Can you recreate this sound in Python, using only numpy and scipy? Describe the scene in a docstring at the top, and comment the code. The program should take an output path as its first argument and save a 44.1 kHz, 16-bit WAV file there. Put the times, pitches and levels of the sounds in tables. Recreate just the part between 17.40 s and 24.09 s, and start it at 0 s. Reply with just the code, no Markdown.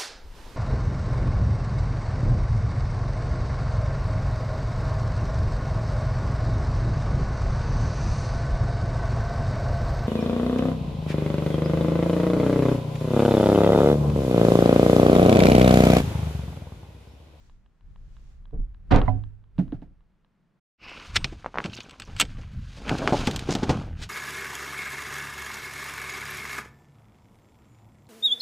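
"""Car and rooftop tent in a quiet forest

Two scenes. First, by a parked car in faint forest air: filtered noise bursts and damped rings make
a heavy thunk, clanks and knocks. After a moment's silence, hand-held, close and nearly mono by the tent:
cracks with metal rings make a latch and buckles, damped twangs a strap creaking, and grainy noise
the hands and sleeves that rub, stutter and bump along the cover; bright hiss swells briefly."""
import sys
import numpy as np
from scipy import signal
from scipy.fft import rfft, irfft
from scipy.io import wavfile

SR = 44100
rng = np.random.default_rng(int(sys.argv[2]) if len(sys.argv) > 2 else 0)


def generate_wav(sig):
    """Save sig (samples, or channels by samples) to the path in sys.argv[1] as 16-bit PCM at SR."""
    pcm = np.round(np.clip(np.atleast_2d(sig).T, -1, 1) * 32767).astype(np.int16)
    wavfile.write(sys.argv[1], SR, pcm)


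N = 295029  # length [samples]
EDGE_HZ = 15900  # upper limit of the sound


def amp(db):
    """Decibels to a linear factor."""
    return 10 ** (np.asarray(db) / 20)


def unit(x):
    """Scales to an rms of 1."""
    return x / np.sqrt(np.mean(x ** 2) + 1e-20)


def peaked(x):
    """Scales to a peak of 1."""
    return x / (abs(x).max() + 1e-12)


def seconds(length):
    """A time axis [s] that starts at 0."""
    return np.arange(round(length * SR)) / SR


def read(points, hz):
    """Reads a table joined by straight lines on a log-frequency axis."""
    f, value = np.transpose(points)
    return np.interp(np.log(hz + 1), np.log(f + 1), value)


def add(mix, s, sound):
    """Adds a sound at s seconds, cut off where the mix ends."""
    part = mix[..., round(s * SR):][..., :sound.shape[-1]]
    part += sound[..., :part.shape[-1]]


def colour(x, points, tilt_db=0):
    """Filters by a spectrum; well above 100 Hz the tilt is in dB per octave."""
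    hz = np.fft.rfftfreq(x.shape[-1], 1 / SR)
    gain = amp(read(points, hz) + tilt_db * np.log2(hz / 100 + 1))
    return irfft(rfft(x) * gain, x.shape[-1])


def noise_pair(size, same=.7):
    """Two channels of noise that share part of their power."""
    common, left, right = rng.standard_normal((3, size))
    same = np.clip(same, 0, 1)
    return np.sqrt(same) * common + np.sqrt(1 - same) * np.array([left, right])


def wander(rate):
    """Random values, rate per second, joined by straight lines."""
    at = np.arange(N) * rate / SR
    return np.interp(at, np.arange(N), rng.standard_normal(N))


def swell(start, length, attack, release):
    """Rises to start, holds for length, dies away; attack and release are times for 60 dB."""
    t = np.arange(N) / SR
    before = np.maximum(start - t, 0)
    after = np.maximum(t - start - length, 0)
    return amp(-60 * (before / attack + after / release))


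def die_away(x, decays, hold=0, rise=0.00062):
    """A soft start and a hold, then each band fades with its own t60."""
    t, hz = np.arange(x.shape[-1]) / SR, np.fft.rfftfreq(x.shape[-1], 1 / SR)
    centres, t60s = np.transpose(decays)
    spectrum, age = rfft(x), np.maximum(t - hold, 0)
    faded = 0
    for row, t60 in zip(np.eye(len(centres)), t60s):
        share = read(np.c_[centres, row], hz)  # overlapping bands that add up to the whole
        faded = faded + irfft(spectrum * share, len(t)) * amp(-60 * age / t60)
    return np.tanh(t / rise) ** 2 * faded


def ring(t, hz, t60):
    """A sine that fades by 60 dB in t60 seconds."""
    return np.sin(2 * np.pi * hz * t) * np.exp(-np.log(1000) * t / t60)


def struck(hits, modes):
    """Each blow rings the same modes, with other strengths in each channel."""
    out, t = np.zeros((2, N)), seconds(0.81)
    rings = np.array([(-1) ** k * amp(db) * ring(t, hz, t60) for k, (hz, db, t60) in enumerate(modes)])
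    for s, db in hits:
        strengths = 1 + .35 * rng.standard_normal((2, len(modes)))
        add(out, s, amp(db) * peaked(strengths @ rings))
    return out


# Spectrum of a hard contact: (frequency [Hz], level [dB])
CRACK_COLOUR = [(300, -13), (1400, -2.5), (3300, 4), (6000, -6), (8300, -5.5), (9300, -16), (11300, -23.5),
                (12200, -15), (14000, -31.5)]


def crack(treble_db, chatter, loose=0.011, loose_db=-22, rise=0.00016):
    """Two hard surfaces meet and chatter: noise with a quick decay over a weak slower one."""
    t = seconds(.5)
    # a treble cut doubles by the upper edge, a boost stays level
    treble = [(5500, 0), (7500, treble_db), (EDGE_HZ, min(treble_db, 2 * treble_db))]
    contact = colour(colour(rng.standard_normal(len(t)), CRACK_COLOUR), treble)
    decay = np.exp(-t / chatter) + amp(loose_db) * np.exp(-t / loose)
    return peaked(contact * decay * (1 - np.exp(-t / rise)))


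def dry_cracks(hits, chatter):
    """Contacts that leave no ring."""
    out = np.zeros(N)
    for s, db, treble_db in hits:
        add(out, s, amp(db) * crack(treble_db, chatter))
    return out


def hardware(hits, modes, ring_db, t60, ping_db, ping_hz=8263, ping_t60=0.45):
    """Each contact cracks and rings the metal, a little differently each time; a thin ping stays on."""
    out, t = np.zeros(N), seconds(.5)
    for s, db, treble_db in hits:
        body = np.zeros(len(t))
        for k, (hz, level) in enumerate(modes):
            mode_db = level + treble_db * (hz > 6000) + 2 * rng.standard_normal()
            body += amp(mode_db) * (-1) ** k * ring(t, hz, t60)
        ping = amp(ping_db) * ring(t, ping_hz, ping_t60)
        add(out, s, amp(db) * (crack(treble_db, chatter=0.0028) + amp(ring_db) * peaked(body) + ping))
    return out


def grainy_noise(spectrum, grains_per_s, smooth):
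    """Sparse grains of uneven size over smooth noise, filtered: the sound of rough surfaces sliding."""
    grains = (rng.random(N) < grains_per_s / SR) * rng.choice([-1, 1], N) * rng.random(N) ** 2
    return unit(colour(unit(grains) + smooth * rng.standard_normal(N), spectrum))


def catches(low_hz, high_hz, cycles, count):
    """Scattered catches of uneven size, each a short ring at a pitch of its own."""
    out, t = np.zeros(N), seconds(.02)
    for when, pitch, size in rng.random((count, 3)):
        hz = low_hz * (high_hz / low_hz) ** pitch
        add(out, when * N / SR, size ** 2 * np.sqrt(hz) * ring(t, hz, cycles / hz))
    return unit(out)


# Shoves that rock the car on its springs: (start [s], length [s], rumble level [dB])
SHOVES = [(0.017, 0.16, -51), (0.45, 1, -45), (1.517, 0.15, -27), (2.177, 0.13, -37.5)]
SHOVE_ATTACK_S, SHOVE_RELEASE_S = 0.12, 0.92  # times for 60 dB
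REST_DB, FOREST_DB = -77.5, -69.5  # rumble of the car at rest; steady air
SHUDDER_DB = -24.5  # the panels' shudder relative to the rocking
# Faint brushes of cloth some way off: (start [s], length [s], rms level [dB])
BRUSHES = [(0.01, 0.06, -68.5), (0.762, 0.16, -70)]
BRUSH_ATTACK_S, BRUSH_RELEASE_S = 1.4, 0.48  # times for 60 dB
# Spectra of the rocking body, of air and shudder, and of the cloth: (frequency [Hz], level [dB])
SWAY_COLOUR = [(12, -31.5), (20, 4.5), (43, 1), (146, -16.5), (1200, -75)]
AIR_COLOUR = [(59, -33.5), (100, -13), (164, 3.5), (275, -11.5), (698, -19.5), (1500, -22), (14000, -53)]
BRUSH_COLOUR = [(200, 3), (7000, -9), (11000, -25)]


def parked():
    """Each shove rocks the body, which settles under faint forest air; cloth brushes some way off."""
    rocking = sum(amp(db) * swell(s, length, SHOVE_ATTACK_S, SHOVE_RELEASE_S) for s, length, db in SHOVES)
    brushing = sum(amp(db) * swell(s, length, BRUSH_ATTACK_S, BRUSH_RELEASE_S) for s, length, db in BRUSHES)
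    sway = unit(colour(noise_pair(N, same=0.3), SWAY_COLOUR)) * np.hypot(amp(REST_DB), rocking)
    hiss_level = np.hypot(amp(FOREST_DB), amp(SHUDDER_DB) * rocking)
    hiss = unit(colour(noise_pair(N, same=0.83), AIR_COLOUR)) * hiss_level
    cloth = unit(colour(noise_pair(N, same=0.12), BRUSH_COLOUR)) * brushing
    fade_out = np.interp(np.arange(N) / SR, [3.19, 3.2], [1, 0])
    return (sway + hiss + cloth) * fade_out


# Small ticks: (time [s], peak level [dB])
TICKS = [(0.097, -46.5), (0.261, -55), (0.409, -53), (0.56, -44.5), (0.767, -48), (1.055, -47.5),
         (1.109, -53), (1.346, -49), (1.6162, -20), (1.838, -43.5), (2.04, -55), (2.182, -34.5),
         (2.28, -50.5), (2.322, -38.5), (2.419, -51), (2.607, -56), (2.847, -55.5)]
# Modes that each tick rings: (frequency [Hz], level [dB], t60 [s])
TICK_MODES = [(1010, 11, 0.0073), (1258, 4, 0.0089), (1630, -2.5, 0.022), (2895, -2, 0.01),
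              (3290, -6, 0.014), (3880, -3, .007)]


def ticks():
    """Small ticks: a handful of very short rings."""
    return struck(TICKS, TICK_MODES)


# Thuds through the car body: (time [s], level [dB], push length [s], treble tilt [dB per octave])
THUDS = [(1.124, -21, 0.038, -7.5), (1.166, -21, 0.042, -12), (1.506, -5.5, 0.016, 2),
         (1.527, -9, 0.024, 1.9), (1.543, -10, 0.025, 1.3), (1.572, -12, 0.018, 2), (1.61, -18.5, .002, 1),
         (1.633, -27.5, 0.068, 2), (1.676, -23, 0.0061, -1), (1.697, -21.5, 0.08, -7)]
# Spectrum of a thud before its tilt: (frequency [Hz], level [dB])
THUD_COLOUR = [(12, -30.5), (20, -2.5), (165, -11.5), (223, -18.5), (286, -9.5), (337, -22), (536, -20.5),
               (668, -26), (745, -17), (832, -31), (903, -25.5), (4000, -51), (14000, -96)]
# Decay of a thud after its push: (frequency [Hz], t60 [s])
THUD_DECAY = [(40, 0.39), (200, 0.23), (800, 0.17), (5000, 0.054)]
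# The body bounces on its springs: (time [s], level [dB], frequency [Hz], t60 [s])
BOUNCES = [(1.199, -22.5, 38.57, 0.34), (1.534, -9.5, 26.6, 0.48)]


def thuds(rise=0.016, rough_db=2):
    """A heavy part lands on its seals in several quick, rattling blows and sets the whole body bouncing."""
    out, t = np.zeros((2, N)), seconds(1)
    for s, db, hold, tilt_db in THUDS:
        shake = die_away(colour(noise_pair(len(t), same=0.58), THUD_COLOUR, tilt_db), THUD_DECAY, hold)
        roughness = amp(rough_db * wander(rate=160)[:len(t)])
        add(out, s, amp(db) * peaked(shake * np.minimum(t / rise, 1) * roughness))
    for s, db, hz, t60 in BOUNCES:
        add(out, s, amp(db) * ring(t, hz, t60))
    return out


# Hollow knocks on the car: (time [s], level [dB], pitch [Hz], t60 [s])
KNOCKS = [(1.129, -41.5, 443, 0.12), (2.1858, -12.5, 180, 0.092), (2.325, -22, 291, 0.035),
          (2.342, -29, 163, 0.036), (2.422, -33.5, 260, 0.033)]
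# Spectrum of the rattle in a knock: (frequency [Hz], level [dB])
KNOCK_COLOUR = [(59, -42.5), (110, -16.5), (306, -17.5), (458, -33), (728, -20), (1070, -40.5),
                (1600, -40.5), (11000, -76.5)]


def knocks(rise=0.0055, rattle_db=-6, overtone=1.42, overtone_db=-15):
    """Soft blows on hollow sheet metal: two damped modes with a short rattle of noise."""
    out, t = np.zeros((2, N)), seconds(0.55)
    rattle_decay = [(150, 0.31), (800, 0.073), (5000, 0.15)]  # (frequency [Hz], t60 [s])
    for s, db, hz, t60 in KNOCKS:
        modes = ring(t, hz, t60) + amp(overtone_db) * ring(t, hz * overtone, t60)
        boom = modes * (1 - np.exp(-t / rise))
        rattle = die_away(colour(noise_pair(len(t), same=0.91), KNOCK_COLOUR, tilt_db=-0.6), rattle_decay)
        add(out, s, amp(db) * (peaked(boom) + amp(rattle_db) * peaked(rattle)))
    return out


# Clanks of a panel: (time [s], level [dB])
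CLANKS = [(1.5185, -21), (1.549, -20.5), (1.680, -11.5)]
# Modes of the panel: (frequency [Hz], level [dB], t60 [s])
PANEL = [(104.25, 0, 0.59), (260, -6.5, 0.29), (600, -9, 0.12), (651, -5.5, 0.1), (740, -7.5, 0.2),
         (810, -6.5, 0.093), (996, 3, 0.073), (2040, -11, 0.035)]


def clanks():
    """A struck panel rings: low modes last, high ones die at once."""
    return struck(CLANKS, PANEL)


# The trim cracks under the heavy blow: (time [s], peak level [dB], treble [dB])
CRACKS = [(1.5612, -20.5, -10)]


def trim_cracks():
    """The trim cracks with a very short chatter."""
    return dry_cracks(CRACKS, chatter=0.00043)


# Fingers tighten on the camera: (start [s], length [s], rumble level [dB])
GRIPS = [(3.762, 0.066, -32.5), (4.74, 0.3, -37), (5.157, 0.04, -29), (5.437, 0.97, -36),
         (6.47, 0.16, -31.5)]
GRIP_ATTACK_S, GRIP_RELEASE_S = 0.36, 0.64  # times for 60 dB
LOOSE_GRIP_DB, FIRM_GRIP_DB = -55.5, -40.5  # a loose hold; a firmer grip than the second chafes no louder
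# Spectra of the grip's rumble and of the chafed casing: (frequency [Hz], level [dB])
GRIP_COLOUR = [(12, -31.5), (21, 2.5), (102, -3.5), (208, -17.5), (700, -73.5)]
CASING_COLOUR = [(700, -43), (1150, -9), (1520, 2), (1900, -3), (3200, -7.5), (4500, -42)]


def fingers(grip_db=-1, casing_db=-22):
    """Each tightening of the grip rumbles in the camera and chafes its casing."""
    squeezes = [amp(db) * swell(s, length, GRIP_ATTACK_S, GRIP_RELEASE_S) for s, length, db in GRIPS]
    grip = np.hypot(amp(LOOSE_GRIP_DB), np.max(squeezes, axis=0))
    rumble = grip * amp(grip_db) * grainy_noise(GRIP_COLOUR, grains_per_s=90, smooth=1.0)
    chafing = np.minimum(grip, amp(FIRM_GRIP_DB)) * amp(casing_db)
    return rumble + chafing * grainy_noise(CASING_COLOUR, grains_per_s=49, smooth=1.5)


EASING_DB_PER_S = 9.5  # the hand eases off during each stroke


def stroke(start, length, attack, release, db, pressure_db, treble_db, brightening):
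    """Strengths of rub, rustle and swish in one stroke: pressure brings the low rub, speed the swish."""
    past_middle = np.clip(np.arange(N) / SR - start, 0, length) - length / 2
    rustle = amp(db - EASING_DB_PER_S * past_middle) * swell(start, length, attack, release)
    swish = rustle * amp(treble_db + brightening * past_middle)
    return np.array([rustle * amp(pressure_db), rustle, swish])


# Strokes of hand and sleeve over the cover: (start [s], length [s], attack [s for 60 dB],
# release [s for 60 dB], rustle level [dB], pressure [dB], treble [dB], brightening [dB per s])
STROKES = [(3.51, 0.15, 0.73, 1.5, -51, -5.5, -9.5, 72), (4.21, 0.24, 0.27, 2.85, -56.5, 3, -8.5, -6),
           (4.821, 0.19, 0.95, 0.52, -60.5, -6, -5, -18), (5.375, 0.23, 0.99, 1.5, -66, -19, 7.5, 13),
           (5.488, 0.093, 0.27, 1.6, -41, 7.5, -11.5, 4), (5.767, 0.11, 0.54, 0.99, -45.5, 4, -0.5, -5),
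           (6.085, 0.3, 0.14, 0.48, -48, 9.5, -6.5, -7), (6.605, 0.026, 0.12, 0.19, -54.5, 2.5, 1.5, -7)]
IDLE_RUB_DB, IDLE_RUSTLE_DB, IDLE_SWISH_DB = -74, -83, -86.5  # clothing between strokes, before trims
# Spectra of the low rub, the rustle and the bright swish: (frequency [Hz], level [dB])
RUB_COLOUR = [(65, -39), (110, 0), (260, 1), (374, -5.5), (820, -8.5), (1100, -21.5), (1600, -15.5),
              (3300, -100)]
RUSTLE_COLOUR = [(500, -36), (1000, 11.5), (1500, 9), (1830, 0), (2400, 7), (3300, -0.5), (4200, -40)]
SWISH_COLOUR = [(1800, 1.5), (3200, 5.5), (4700, 3), (5700, -1), (6550, -1), (7400, -7.5), (9300, -12.5),
                (14000, -29)]
# A sleeve sings as it slides over the tight cover; attack and release are times for 60 dB
SLEEVE_START_S, SLEEVE_LENGTH_S, SLEEVE_ATTACK_S, SLEEVE_RELEASE_S = 3.45, 0.076, 0.6, 1.2
SLEEVE_DB = -47
# Spectrum of the singing sleeve: (frequency [Hz], level [dB])
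SLEEVE_COLOUR = [(1700, -12.5), (2350, -0.5), (2850, 0.5), (3300, -15), (5400, -13.5), (7500, -46)]


def hands(rub_db=4, rustle_db=0, swish_db=6, jerk_db=2.0, drag_db=3.5):
    """Sleeve and cover slide over each other in small jerks while the other hand holds the camera."""
    idle = amp([[IDLE_RUB_DB], [IDLE_RUSTLE_DB], [IDLE_SWISH_DB]])
    rub, rustle, swish = np.sqrt(idle ** 2 + sum(stroke(*row) ** 2 for row in STROKES))
    sleeve = swell(SLEEVE_START_S, SLEEVE_LENGTH_S, SLEEVE_ATTACK_S, SLEEVE_RELEASE_S)
    grabs = grainy_noise(RUB_COLOUR, grains_per_s=260, smooth=0.4)
    weave = catches(low_hz=600, high_hz=4000, cycles=16, count=12000)
    crinkle = unit(colour(weave, RUSTLE_COLOUR, tilt_db=3))
    cloth = rub * amp(rub_db) * grabs
    cloth += rustle * amp(rustle_db + drag_db * wander(rate=35)) * crinkle
    cloth += swish * amp(swish_db) * grainy_noise(SWISH_COLOUR, grains_per_s=400, smooth=2.04)
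    cloth += sleeve * amp(SLEEVE_DB) * grainy_noise(SLEEVE_COLOUR, grains_per_s=220, smooth=3.4)
    fade_in = np.interp(np.arange(N) / SR, [3.375, 3.435], [0, 1]) ** 2
    return (fingers() + cloth * amp(jerk_db * wander(rate=64))) * fade_in


# Buckle snaps and clinks: (time [s], level [dB], treble [dB])
SNAPS = [(3.494, -36.5, -6), (3.574, -35, -28), (3.598, -36, -25), (4.2412, -23.5, -10),
         (4.2585, -27.5, -7), (4.298, -41, -21), (4.331, -34, -11), (4.374, -29.5, -14),
         (4.404, -29.5, -19), (4.4948, -38, -6), (4.509, -38, -1), (4.599, -28.5, -0.5),
         (4.6199, -30.5, -7), (4.7645, -27.5, -2), (4.7992, -8, 5.5), (4.8035, -14.5, -4), (4.8092, -9, 7),
         (4.8132, -8, -2), (4.8235, -19.5, -14), (4.852, -35, -5)]
# Modes of the buckle: (frequency [Hz], level [dB])
BUCKLE = [(1335, 2.5), (1560, 3.5), (2248, 3), (2468, 6), (2750, 6), (2945, -0.5), (3147, 7.5),
          (3530, -5.5), (4490, -3), (7800, 3.5), (8000, -5)]


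def snaps():
    """A buckle snaps and clinks: hard cracks with a short metal ring."""
    return hardware(SNAPS, BUCKLE, ring_db=-2, t60=0.042, ping_db=-61.5)


# Slips of the taut strap and cover: (time [s], level [dB], pitch [Hz])
SLIPS = [(3.517, -30.5, 865), (4.0452, -22.5, 890), (4.0613, -14, 890), (4.143, -23, 875),
         (4.1566, -18.5, 890), (4.1743, -14, 860), (4.185, -8, 1460), (4.203, -17, 1290),
         (5.4946, -9, 2000), (5.6759, -3.5, 1230)]


def strap(cycles=1.24, fibres_db=-15):
    """Stick and slip: each release is one heavily damped twang and a brief scuff of fibres."""
    out, t = np.zeros(N), seconds(.1)
    fibres = [(500, 1.5), (1600, -2.0), (6000, -18), (12000, -70)]  # (frequency [Hz], level [dB])
    for s, db, hz in SLIPS:
        twang = ring(t, hz, cycles / hz) * t ** 2
        scuff = die_away(colour(rng.standard_normal(len(t)), fibres), [(800, 0.12), (4000, 0.023)])
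        add(out, s, amp(db) * (peaked(twang) + amp(fibres_db) * peaked(scuff)))
    return out


# Clacks of a latch: (time [s], level [dB], treble [dB])
CLACKS = [(3.7595, -14, -15), (3.7652, -9, -20), (3.7682, -10, -26), (3.8438, -13, -10)]
# Modes of the latch: (frequency [Hz], level [dB])
LATCH = [(1310, 0), (2030, 1), (2285, 1), (2468, 4.5), (3510, -1), (3885, -2), (5380, 0.5)]


def clacks():
    """A latch clacks: dull cracks with a very short metal ring."""
    return hardware(CLACKS, LATCH, ring_db=-3, t60=0.023, ping_db=-54.5)


# Short swells of bright hiss, one around the buckle snap:
# (time of the loudest moment [s], rms level there [dB], swell time [s])
HISS_SWELLS = [(3.764, -19, 0.0059), (4.802, -28.5, 0.0087), (4.987, -58, 0.0046), (5.585, -35, .005),
               (6.634, -35.5, 0.012)]


def hiss_swells():
    """Bright hiss swells and fades again: grainy noise that rises and falls exponentially."""
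    t = np.arange(N) / SR
    level = sum(amp(db) * np.exp(-abs(t - s) / swell_s) for s, db, swell_s in HISS_SWELLS)
    # (frequency [Hz], level [dB])
    hiss_colour = [(600, -14.0), (1400, 11.0), (4000, 9.5), (7500, 1.0), (15000, -24.5)]
    return level * grainy_noise(hiss_colour, grains_per_s=2500, smooth=0.52)


# Bumps against the tent: (time [s], level before trim [dB], pitch [Hz], scrape relative to thump [dB])
BUMPS = [(3.77, -23.5, 115, -9), (3.845, -23, 134, -5), (3.924, -32.5, 320, -3.5), (4.248, -20, 195, -2.5),
         (4.809, -29, 710, 4.5), (4.984, -35.5, 190, -4.5), (5.723, -14, 166, -1),
         (5.8742, -10.5, 235, -3.5), (6.0892, -13, 383, -1.5), (6.151, -16.5, 241, -1),
         (6.2304, -16.5, 218, 0.5), (6.2921, -12.5, 217, 5.5), (6.305, -15.5, 120, 0)]
# Spectrum of the scrape: (frequency [Hz], level [dB])
BUMP_COLOUR = [(47, -35), (80, 1.5), (236, 1), (610, -5.5), (757, -5.5), (1070, -12.5), (1420, -14.5),
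               (1800, -17.5), (6290, -28), (14000, -60)]
# Decay of the scrape: (frequency [Hz], t60 [s])
BUMP_DECAY = [(100, 0.47), (500, 0.12), (2000, 0.037), (8000, 0.077)]


def bumps(cycles=7.3, rise=0.0014, bump_db=-1):
    """The padded cover gives a dead thump, and the hand scrapes as it lands."""
    out, t = np.zeros(N), seconds(0.45)
    for s, db, hz, scrape_db in BUMPS:
        thump = -ring(t, hz, cycles / hz) * (1 - np.exp(-t / rise))
        rough = colour(rng.standard_normal(len(t)), BUMP_COLOUR, tilt_db=0.46)
        scrape = die_away(rough, BUMP_DECAY, hold=0.0084)
        add(out, s, amp(db + bump_db) * (peaked(thump) + amp(scrape_db) * peaked(scrape)))
    return out


# Loose fittings rattle: (start [s], length [s], rms level [dB])
RATTLES = [(4.334, 0.038, -44), (4.603, 0.025, -53.5)]


def rattles(attack=0.075, release=0.3):
    """Loose strap fittings chatter in tiny clinks."""
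    shaking = sum(amp(db) * swell(s, length, attack, release) for s, length, db in RATTLES)
    return shaking * catches(low_hz=2400, high_hz=7000, cycles=35, count=6000)


# The stiff cover cracks as it is tugged: (time [s], peak level [dB], treble [dB])
FLAPS = [(5.493, -22, -2), (5.675, -16.5, -9), (5.8715, -14.5, -1.5), (5.911, -24.5, 0),
         (5.961, -18.5, 1.5), (5.9925, -22.5, 1.5), (6.151, -16, -2)]


def flaps():
    """The stiff cover cracks dryly, with a longer chatter than the trim."""
    return dry_cracks(FLAPS, chatter=0.0036)


# Stutters over the cover:
# (start [s], length [s], peak level [dB], grab rate [per s], centre [Hz], rasp relative to pluck [dB])
JUDDERS = [(5.588, .12, -19.5, 107.4, 456, -19.5), (5.7227, .03, -9, 158, 560, -26),
           (6.104, .04, -21, 109, 4770, -2)]


def judders(grab_s=0.005, skirt_db=-36):
    """A hand or a strap stutters over the tight cover: uneven grabs, each a pluck and a short rasp."""
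    out, t = np.zeros(N), seconds(.2)
    for s, length, db, rate, hz, rasp_db in JUDDERS:
        grabs = np.zeros(len(t))
        for at in np.arange(.5 / rate, length, 1 / rate):
            rasp = amp(rasp_db) * rng.standard_normal(len(t)) * np.exp(-t / grab_s)
            pluck = -1.0 * (t == 0)  # a single-sample impulse
            add(grabs, at + rng.uniform(-.25, .25) / rate, rng.uniform(.5, 1) * (rasp + pluck))
        band = [(hz / 10, skirt_db), (hz / 2, 0), (hz * np.sqrt(2), 0),
                (hz * np.pi, skirt_db), (hz * 10, 2 * skirt_db)]
        add(out, s, amp(db) * peaked(colour(grabs, band)))
    return out


# Stereo spread of the tent: (frequency [Hz], side level [dB])
SIDE_LEVEL = [(700, -74.5), (8000, -22), (10500, -17.5), (12500, -5.5)]


def scene():
    """The car's blows are heard a little to the right; the tent is straight ahead and close."""
    # left and right gains [dB]
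    car = (thuds() + knocks()) * amp([[-2], [1.5]]) + clanks() * amp([[-10], [4]])
    left, right = parked() + ticks() + car + trim_cracks()
    tent = hands() + snaps() + strap() + clacks() + hiss_swells() + bumps() + rattles() + flaps() + judders()
    mid = (left + right) / 2 + tent
    side = colour((right - left) / 2, [(40, -9.5), (90, 1.0)])  # the deepest bass is narrower
    side += colour(tent, SIDE_LEVEL)  # by the tent the highest treble leans to the right
    return np.array([mid - side, mid + side])


def record(dry):
    """A steep low-pass filter limits the band at EDGE_HZ."""
    low_pass = signal.firwin(511, EDGE_HZ, window=("kaiser", 9), fs=SR)
    return signal.oaconvolve(dry, low_pass[None], "same")


dry = scene()
out = record(dry)
generate_wav(out)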